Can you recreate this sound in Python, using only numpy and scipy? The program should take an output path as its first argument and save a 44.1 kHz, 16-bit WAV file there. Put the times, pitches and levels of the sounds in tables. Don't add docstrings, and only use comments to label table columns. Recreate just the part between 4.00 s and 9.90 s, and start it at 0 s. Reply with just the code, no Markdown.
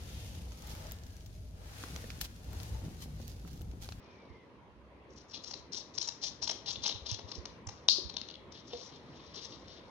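import sys
import numpy as np
from scipy import signal
from scipy.fft import rfft, irfft, next_fast_len
from scipy.io import wavfile
from scipy.ndimage import uniform_filter1d, map_coordinates

SR = 44100
rng = np.random.default_rng(int(sys.argv[2]) if len(sys.argv) > 2 else 0)


def generate_wav(signal):
    frames = np.transpose(np.atleast_2d(signal))
    scaled = np.clip(frames, -1, 1) * 32767
    pcm = np.round(scaled).astype(np.int16)
    wavfile.write(sys.argv[1], SR, pcm)


N = 260190

# (centre [Hz], width [Hz], gain [dB])
SHEET_MODES = [(500, 170, 10), (918, 300, 19), (1271, 290, -1.5), (1800, 1300, 2)]


def amp(db):
    return 10 ** (np.asarray(db) / 20)


def unit(x):
    return x / np.sqrt(np.mean(x ** 2) + 1e-20)


def along(points, hz):
    f, v = np.transpose(points)
    return np.interp(np.log(hz + 1), np.log(f + 1), v)


def curves(rows):
    s, *columns = np.transpose(rows)
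    return [np.interp(np.arange(N) / SR, s, column) for column in columns]


def wobble(rate):
    knots = rng.standard_normal(int(N * rate / SR) + 4)
    return map_coordinates(knots, [np.arange(N) * rate / SR])


def filtered(x, response):
    m = next_fast_len(N + SR // 2)
    return irfft(rfft(x, m) * response(np.fft.rfftfreq(m, 1 / SR)), m)[..., :N]


def resonant(x, modes):
    def response(f):
        total = 0
        for k, (centre, width, db) in enumerate(modes):
            total = total + (-1) ** k * amp(db) * 1j * f * width / (centre ** 2 - f ** 2 + 1j * f * width)
        return total
    return filtered(x, response)


def street():
    # (time [s], level before drift [dB])
    rush_level = [(0, -58), (.7, -60.5), (3, -56), (4.6, -57), (5.9, -54.5)]
    # (time [s], level before wavering [dB])
    hum_level = [(.62, -90), (.8, -61), (1.2, -62.5), (1.4, -99)]
    # (time [s], pitch [Hz], level [dB])
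    whistle = [(0, 2480, -79), (.12, 2430, -70), (.4, 2050, -72), (.62, 1900, -88)]
    # (frequency [Hz], relative density [dB])
    spectrum = [(25, -48.5), (60, 2), (200, 1), (520, -1.5), (790, -10.5), (980, -5), (1500, -16),
                (2000, -15), (3200, -22), (6300, -37.5)]
    # (frequency [Hz], left-right correlation [1])
    likeness = [(60, 0.95), (230, 0.9), (460, 0.83), (900, 0.57), (1770, 0)]
    t = np.arange(N) / SR

    z = signal.stft(rng.standard_normal((2, N)), nperseg=512)[2]
    field = uniform_filter1d(rng.standard_normal(z.shape[1:]), 3, 0)
    field = uniform_filter1d(field, 10, 1)
    pair = signal.istft(z * amp(2 * unit(field)), nperseg=512)[1][:, :N]

    def mid_side(f):
        angle = np.arccos(np.clip(along(likeness, f), -1, 1)) / 2
        return amp(along(spectrum, f)) * [np.cos(angle), np.sin(angle)]

    mid, side = filtered(pair, mid_side)
    drift_db = .6 * wobble(5)
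    rush = amp(curves(rush_level)[0] + drift_db) * unit(np.array([mid + side, mid - side]))

    hum = amp(curves(hum_level)[0] + 2 * wobble(12)) * np.sin(2 * np.pi * 64 * t)

    hz, db = curves(whistle)
    phase = 2 * np.pi * np.cumsum(hz * (1 + .022 * wobble(200))) / SR
    flutter_db = np.array([3 * wobble(50), 3 * wobble(50)])
    sounding = t < whistle[-1][0]
    return rush + hum + sounding * amp(db + flutter_db) * np.sin(phase)


def puffs():
    # (time [s], nominal level [dB], pitch [Hz], left-right difference [dB])
    gusts = [(0.3, -44, 81.6, -30), (2.771, -45, 114, -34), (2.945, -40.5, 94.6, -37), (3.019, -42, 68, 5),
             (3.117, -32, 105, -35), (3.24, -40.5, 93.3, 21), (3.378, -36.5, 75, -34),
             (3.668, -36.5, 101, -40), (4.048, -36, 72.6, -40)]
    swell_s = .009
    out, t = np.zeros((2, N + SR)), np.arange(SR // 3) / SR
    for s, db, hz, pan_db in gusts:
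        envelope = t / swell_s * np.exp(1 - t / swell_s)
        lump = envelope * np.sin(2 * np.pi * hz * t)
        port_db = np.minimum([[pan_db], [-pan_db]], 0)
        out[:, round(s * SR):][:, :len(t)] += amp(db + port_db) * lump

    low_band = [(25, -39.5), (55, -2.5), (110, -13.0), (300, -53.5)]  # (frequency [Hz], gain [dB])
    low = filtered(rng.standard_normal((2, N)), lambda f: amp(along(low_band, f)))
    gusty = low * amp([4 * wobble(0.77), 4 * wobble(9.2)])
    return out[:, :N] + amp([[-72], [-66]]) * unit(gusty)


def grains(s, hz, size, cycles):
    # (centre [Hz], width [Hz], gain [dB])
    edge_modes = [(3100, 1700, 1), (4564, 1070, 3), (5440, 2080, .5)]
    sample = np.arange(96)
    turns = hz[:, None] * sample / SR
    decay = np.exp(-turns / cycles)
    shape = size[:, None] * np.sin(2 * np.pi * turns) * decay * np.minimum(turns, 1)
    places = np.round(s * SR).astype(int)[:, None] + sample
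    bare = np.bincount(places.ravel(), shape.ravel(), N + SR)[:N]
    return resonant(bare, edge_modes)


def tearing(count=36000):
    # (start [s], length [s], level [dB], pitch [Hz])
    cuts = [(1.088, 0.094, -73.5, 5630), (1.151, 0.11, -65, 5220), (1.277, 0.093, -65.5, 5630),
            (1.328, 0.065, -50.5, 4390), (1.416, 0.22, -55.5, 5460), (1.715, 0.12, -46, 5080),
            (1.936, .07, -55.5, 5800), (1.993, 0.082, -48.5, 5800), (2.21, 0.1, -42, 5140),
            (2.413, 0.055, -42.5, 5430), (2.466, 0.064, -47, 5300), (2.655, .095, -40.5, 4900),
            (2.815, 0.12, -41, 4530), (3.048, .12, -44.5, 4650), (3.268, 0.094, -59.5, 4600),
            (3.343, .06, -53.5, 4950), (3.66, 0.24, -69, 4780)]
    # (start [s], length [s], level [dB], pitch [Hz])
    rubs = [(-.4, 0.99, -76.5, 4390), (4.26, 0.036, -67, 4520), (4.314, 0.059, -70.5, 3950),
            (4.504, 0.13, -60.5, 4500), (4.553, 1.84, -70, 4260), (4.625, 0.29, -58, 4430),
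            (4.768, 0.18, -64, 4720), (4.917, 0.076, -65, 4370), (5.093, 0.31, -69, 4240),
            (5.335, 0.077, -51.5, 4660), (5.403, 0.078, -51, 4780), (5.479, 0.11, -59, 4690),
            (5.645, .17, -61.5, 4230)]
    cut_rise, rub_rise = .3, .45
    cut_rough, rub_rough = 1.1, .6
    softness = 1.4
    wander = .06

    t = np.arange(N) / SR
    force, pitch, rough = np.zeros(N), np.full(N, 4600.), np.ones(N)
    strokes = [(*row, cut_rise, cut_rough) for row in cuts]
    strokes += [(*row, rub_rise, rub_rough) for row in rubs]
    for start, length, db, hz, rise, uneven in sorted(strokes):
        ramp = np.interp((t - start) / length, [0, rise, 1], [0, 1, 0])
        force += amp(db) * np.sin(np.pi / 2 * ramp) ** softness
        pitch[t > start], rough[t > start] = hz, uneven

    draw = rng.random((count, 2))
    at = (draw[:, 0] * N).astype(int)
    spread = np.exp(.17 * rng.standard_normal(count))
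    own_hz = (pitch * np.exp(wander * wobble(45)))[at] * spread
    size = amp(-2.2 * rough[at] * np.log(draw[:, 1]))
    fibres = grains(at / SR, own_hz, size, cycles=3)
    clumps = amp(rough * (3 * wobble(130) + 1.5 * wobble(60)))
    edge = unit(clumps * fibres)
    body = unit(resonant(rng.standard_normal(N) * np.abs(edge), SHEET_MODES))
    return force * (edge + amp(-13.5) * body)


def floor_bounces(x):
    decay = amp(-60 * np.arange(220) / SR / .006)
    bounces = np.diff(rng.standard_normal((2, 221))) * decay
    return .1 * signal.fftconvolve(x[None], bounces, axes=1)[:, :N]


def room(x, delay=0.0081):
    # (frequency [Hz], t60 [s])
    t60_points = [(500, 0.51), (4000, 0.41), (7000, 0.35)]
    out, step = np.zeros((2, N + 3 * SR)), SR // 8
    for a in range(0, N, step):
        hz, t, z = signal.stft(rng.standard_normal((3, SR // 2)), SR, nperseg=256)
        decay = amp(-60 * t / along(t60_points, hz)[:, None])
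        shared, *own = signal.istft(z * decay, SR, nperseg=256)[1]
        thickening = 1 - np.exp(-np.arange(len(shared)) / SR / 0.00067)
        tail = (0.46 * shared + np.array(own)) * thickening
        wet = signal.fftconvolve(x[None, a:a + step], tail / np.linalg.norm(tail[0]), axes=1)
        out[:, a + round(delay * SR):][:, :wet.shape[1]] += wet
    return out[:, :N]


def snaps(table, count=14):
    s, db, body_db, hz, length = np.transpose(table)[:, :, None]
    jitter, detune, size = np.moveaxis(rng.standard_normal((len(table), count, 3)), 2, 0)
    place = np.linspace(0, 1, count)
    when = (s + np.clip(length, 0, .03) * (place + 0.14 * jitter)).ravel()
    swell = np.interp(place, [0, .35, 1], [.3, .55, .2])
    gain = amp(db + 2 * size) * np.sign(jitter) * swell
    crack = grains(when, (hz * np.exp(.13 * detune)).ravel(), gain.ravel(), cycles=3.33)
    push = np.bincount(np.round(when * SR).astype(int), (gain * amp(body_db)).ravel(), N)
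    height = np.abs(resonant(np.eye(1, N)[0], SHEET_MODES)).max()
    return crack + resonant(uniform_filter1d(push, size=5), SHEET_MODES) / height


def card_snaps():
    # (time [s], nominal level [dB], body against it [dB], pitch [Hz])
    breaks = [(1.342, -32.5, -28, 4180), (1.44, -31.5, -19, 5150), (1.482, -48, -19, 5600),
              (1.509, -31, -8.5, 5220), (1.5362, -29.5, -11, 5050), (1.9792, -18.5, -15.5, 5160),
              (2.0144, -22, -25, 4830), (2.026, -24.5, -18, 5570), (2.0746, -26, -13, 5970),
              (2.0855, -24.5, -11, 5250), (2.4265, -29, -11, 5400), (2.4742, -24, -11.5, 4460),
              (2.494, -19.5, -9, 4820), (2.5115, -25.5, -13, 6000), (2.755, -31, -36, 3850),
              (2.8361, -28.5, -15, 6050), (2.849, -29, -8, 3150), (2.8587, -28, -5.5, 3700),
              (2.876, -23.5, -12, 5650), (2.893, -27, -10, 4100), (2.921, -30.5, -14, 3880),
              (2.957, -40, -10, 3560), (3.0991, -35, -30, 3700), (3.1887, -38, 0.5, 4660),
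              (3.3154, -27, -9.5, 4750), (3.4537, -29, -7.5, 4810), (3.6691, -31, -9, 6600),
              (3.689, -32, -4, 4930), (4.095, -29, -17, 4530), (4.14, -38, -10, 4600),
              (4.521, -41, -14, 5400), (4.7326, -33.5, -9.5, 4230)]
    return snaps([(*row, .007) for row in breaks])


def knocks():
    # (time [s], nominal level [dB], pitch [Hz], t60 [s])
    blows = [(3.189, -40, 446, 0.034), (3.668, -52, 248, 0.023), (3.984, -33.5, 373, 0.054),
             (4.217, -48, 243, 0.072), (4.733, -34.5, 480, 0.12)]
    out, t = np.zeros(N + SR), np.arange(SR // 4) / SR
    for s, db, hz, t60 in blows:
        tone = np.sin(2 * np.pi * hz * t) + .3 * np.sin(2 * np.pi * 1.45 * hz * t)
        onset = 1 - np.exp(-t / 0.00074)
        out[round(s * SR):][:len(t)] += amp(db - 60 * t / t60) * onset * tone
    return out[:N]


def blade_clap():
    # (time [s], nominal level [dB], body against it [dB], pitch [Hz], length [s])
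    impacts = [(3.8826, -24, -6, 5500, .003), (3.8856, -8, -18, 4200, .002), (3.889, -21, -24, 3900, .006)]
    return snaps(impacts)


def clap_pulse(order=4):
    # (time [s], peak level [dB], centre [Hz], width before the power `order` [Hz])
    blurred_clap = (3.886, -9, 4501, 3001)
    s, db, hz, width_hz = blurred_clap

    def response(f):
        return (1j * f * width_hz / (hz * hz - f * f + 1j * f * width_hz)) ** order

    pulse = filtered(np.eye(1, N, round(s * SR))[0], response)
    return amp(db) * pulse / np.abs(pulse).max()


def offcut_taps():
    # (time [s], nominal level [dB], pitch [Hz])
    taps = [(4.167, -20.5, 4450), (4.183, -40, 4100), (4.214, -28, 4300), (4.2868, -30.5, 4140),
            (4.3, -36, 3900), (4.3108, -39.5, 4040), (4.34, -38, 3800), (4.354, -38, 3900)]
    body_db = -17
    return snaps([(s, db, body_db, hz, .003) for s, db, hz in taps])


def phone_shade(x):
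    # (frequency [Hz], left-right difference [dB])
    level_points = [(1400, 0), (2400, 5.5), (4000, 12), (6800, 11)]
    # (frequency [Hz], left's lead [rad])
    lead_points = [(3400, -1), (5800, -5)]
    side = np.array([[1], [-1]])
    share = np.minimum(side, 0) + 0.62

    def response(f):
        return amp(along(level_points, f) * share) * np.exp(.5j * side * along(lead_points, f))

    return filtered(x, response)


def scene():
    card = tearing() + card_snaps() + offcut_taps() + knocks()
    direct = card + blade_clap()
    near = direct + floor_bounces(direct)
    echo = room(amp(-9) * card + clap_pulse())
    return phone_shade(near + echo) + puffs() + street()


def record(dry):
    # (frequency [Hz], gain [dB])
    colour = [(20, -28.5), (45, 1), (6200, 4), (7400, -2.5), (7700, -13), (9500, 1), (10400, -54)]
    x = filtered(dry, lambda f: amp(along(colour, f)))
    x = x / (1 + np.abs(x / .75) ** 4) ** (1 / 4)
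    x = x + amp(-92) * rng.standard_normal(x.shape)
    top_hz = 13600
    return filtered(x, lambda f: 1 / (1 + (f / top_hz) ** 40))


dry = scene()
out = record(dry)
generate_wav(out)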